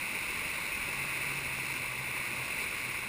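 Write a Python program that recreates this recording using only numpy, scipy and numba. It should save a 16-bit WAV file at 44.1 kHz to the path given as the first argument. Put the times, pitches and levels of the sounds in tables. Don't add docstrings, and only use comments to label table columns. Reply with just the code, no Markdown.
import sys
import numpy as np
from scipy import signal
from scipy.fft import rfft, irfft
from scipy.io import wavfile
from scipy.ndimage import uniform_filter1d
from numba import njit

SR = 44100
rng = np.random.default_rng(int(sys.argv[2]) if len(sys.argv) > 2 else 0)


def decibels_to_gain(level_db):
    exponent = np.asarray(level_db, float) / 20
    return 10 ** exponent


def persist_wave(psi):
    counts = np.round(np.clip(psi, -1, 1) * 32767).astype(np.int16)
    wavfile.write(sys.argv[1], SR, np.atleast_2d(counts).T)


N = 135828


def walk(rate_hz):
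    hold = int(SR / rate_hz)
    steps = np.repeat(rng.standard_normal(N // 200 + 2), hold)[:N]
    smooth = uniform_filter1d(uniform_filter1d(steps, hold), hold)
    return (smooth - smooth.mean()) / smooth.std()


def level(x, db):
    return x * decibels_to_gain(db) / np.sqrt(np.mean(x ** 2))


def curve(table, column):
    rows = np.array(table, float)
    return np.interp(np.arange(N) / SR, rows[:, 0], rows[:, column])


# [t/s, level/dB]
RUMBLE_SWELLS = [(0, -70), (.4, -55), (.47, -55), (.55, -61), (1.1, -63), (1.45, -55), (1.85, -58),
                 (2.2, -63), (3.08, -65)]


def rumble():
    low_hz, high_hz = 45, 97
    band = signal.butter(2, [low_hz, high_hz], "band", fs=SR, output="sos")
    deep = signal.sosfilt(band, rng.standard_normal(N))
    return level(deep, 0) * decibels_to_gain(curve(RUMBLE_SWELLS, 1))


# [t/s, pitch f/Hz, level/dB, throb depth 0-1]
HUM_PATH = [(0, 139, -62, 0), (.78, 140, -62, 0), (.88, 140.4, -52.5, .1), (1.08, 137, -50.5, .2),
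            (1.12, 135, -55, 0.1), (1.2, 136, -53, 0), (1.5, 134, -49.5, 0.1), (1.56, 133, -57, .3),
            (1.61, 132.4, -52, 0.48), (1.9, 130, -51.5, 0.58), (2.15, 129, -51, 0.29),
            (2.28, 127.2, -54, 0.53), (2.42, 129, -48, 0.3), (2.48, 129.5, -61, 0), (2.78, 124, -66, 0),
            (2.86, 122.6, -47, 0.23), (2.93, 121.9, -57, 0.23), (3.08, 122.8, -57, 0)]
HUM_THROB_HZ, HUM_PEAK_S = 10.1, 1.81
HUM_WAVER_DB, HUM_WAVER_HZ = 1.5, 2.


def hum():
    hz = curve(HUM_PATH, 1) + HUM_WAVER_HZ * walk(15.0)
    beat = np.cos(2 * np.pi * HUM_THROB_HZ * (np.arange(N) / SR - HUM_PEAK_S))
    db = curve(HUM_PATH, 2) + HUM_WAVER_DB * walk(20.0)
    throb = 1 + np.clip(curve(HUM_PATH, 3), 0, 1) * beat
    tone = np.sqrt(2) * np.sin(2 * np.pi * np.cumsum(hz) / SR)
    return decibels_to_gain(db) * throb * tone


SWELL_DB, CHURN_DB, FLICKER_DB = 0.38, 0.27, 0.46
SWELL_HZ, CHURN_HZ, FLICKER_HZ = 3.36, 5., 18.


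def foam():
    octave = np.log2(np.maximum(np.arange(N // 2 + 1) * SR / N, 1.))
    white = rfft(rng.standard_normal(N))
    swell = walk(SWELL_HZ)
    churn = [walk(CHURN_HZ) for _ in range(7)]
    hiss = 0
    for k, centre in enumerate(np.arange(4, 13.5, .5)):
        share = np.clip(1 - 2 * np.abs(octave - centre), 0, 1)
        db = SWELL_DB * swell + CHURN_DB * churn[k // 3] + FLICKER_DB * walk(FLICKER_HZ)
        hiss = hiss + decibels_to_gain(db) * irfft(white * share, N)
    return level(hiss, 0)


@njit
def grains(length, start, hz, size, cycles, glide):
    out = np.zeros(length)
    for k in range(len(start)):
        span = int(cycles * SR / hz[k])
        phase = 0.
        for i in range(min(span, length - start[k])):
            phase += 2 * np.pi * hz[k] * (1 + glide * i / span) / SR
            out[start[k] + i] += size[k] * np.sin(phase) * np.exp(-6 * i / span)
    return out


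BUBBLES_PER_S = 2500
BUBBLE_DB, BUBBLE_SPREAD_DB = -8, 12
BUBBLE_CYCLES, BUBBLE_GLIDE = 15., .25


def bubbles():
    when, pitch, strength = rng.random((int(BUBBLES_PER_S * N / SR), 3)).T
    start = (when * N).astype(np.int64)
    hz = 300 + 5200 * pitch
    size = decibels_to_gain(BUBBLE_SPREAD_DB * strength ** 2)
    return level(grains(N, start, hz, size, BUBBLE_CYCLES, BUBBLE_GLIDE), BUBBLE_DB)


# [f/Hz, level/dB]
HOUSING_COLOUR = [(12, -43), (20, -11), (60, -10.5), (130, -11.5), (207, -8.5), (414, -14.5), (593, -13.5),
                  (752, -19), (820, -13), (911, -10), (1130, -7.5), (1230, -11), (1300, -16), (1430, -8.5),
                  (1600, -10.5), (1760, -13), (1850, -9.5), (2020, -1.5), (2260, 2), (2400, 0), (2650, 1),
                  (2800, -7), (3000, -13), (3250, -18.5), (3480, -14.5), (3620, -13), (3830, -14.5),
                  (3900, -12), (4150, -12), (4330, -17.5), (4510, -18), (4630, -18.5), (5100, -16.5),
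                  (5550, -15.5), (5800, -14.5), (6000, -21), (7800, -60), (13200, -120)]


def housing(x):
    rows = np.array(HOUSING_COLOUR, float)
    log_hz = np.log(np.maximum(np.arange(N // 2 + 1) * SR / N, 1.))
    db = np.interp(log_hz, np.log(rows[:, 0]), rows[:, 1])
    return irfft(rfft(x) * decibels_to_gain(db), N)


# [t/s, level/dB]
WAVE_SURGE = [(0.05, -37.5), (0.57, -37), (0.61, -38), (1.39, -37), (1.42, -38.5), (1.71, -37.5),
              (1.92, -38.5), (2.56, -38), (2.64, -36), (2.65, -38.5), (2.99, -38), (3.0, -39)]
ROAR_DB = -35.5


def whitewater():
    roar = (foam() + bubbles()) * decibels_to_gain(curve(WAVE_SURGE, 1))
    return level(housing(roar), ROAR_DB)


def scene():
    return (whitewater() + hum() + rumble())[None]


def low_pass(x):
    return signal.sosfilt(signal.butter(12, 16410, fs=SR, output="sos"), x)


COARSE_EDGE_HZ, TOP_HZ = 5860, 15300


def record(dry):
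    edge = signal.sosfilt(signal.butter(8, COARSE_EDGE_HZ, fs=SR, output="sos"), dry)
    coarse = signal.resample_poly(edge, 40, 147, axis=1, window=("kaiser", 9.))
    held = np.repeat(coarse, 4, axis=1)
    final = signal.resample_poly(held, 147, 160, axis=1)[:, :N]
    final = np.pad(final, ((0, 0), (0, N - final.shape[1])))
    top = signal.ellip(12, .1, 40, TOP_HZ, fs=SR, output="sos")
    mix = signal.sosfiltfilt(top, final)
    return low_pass(mix)


dry = scene()
out = record(dry)
persist_wave(out)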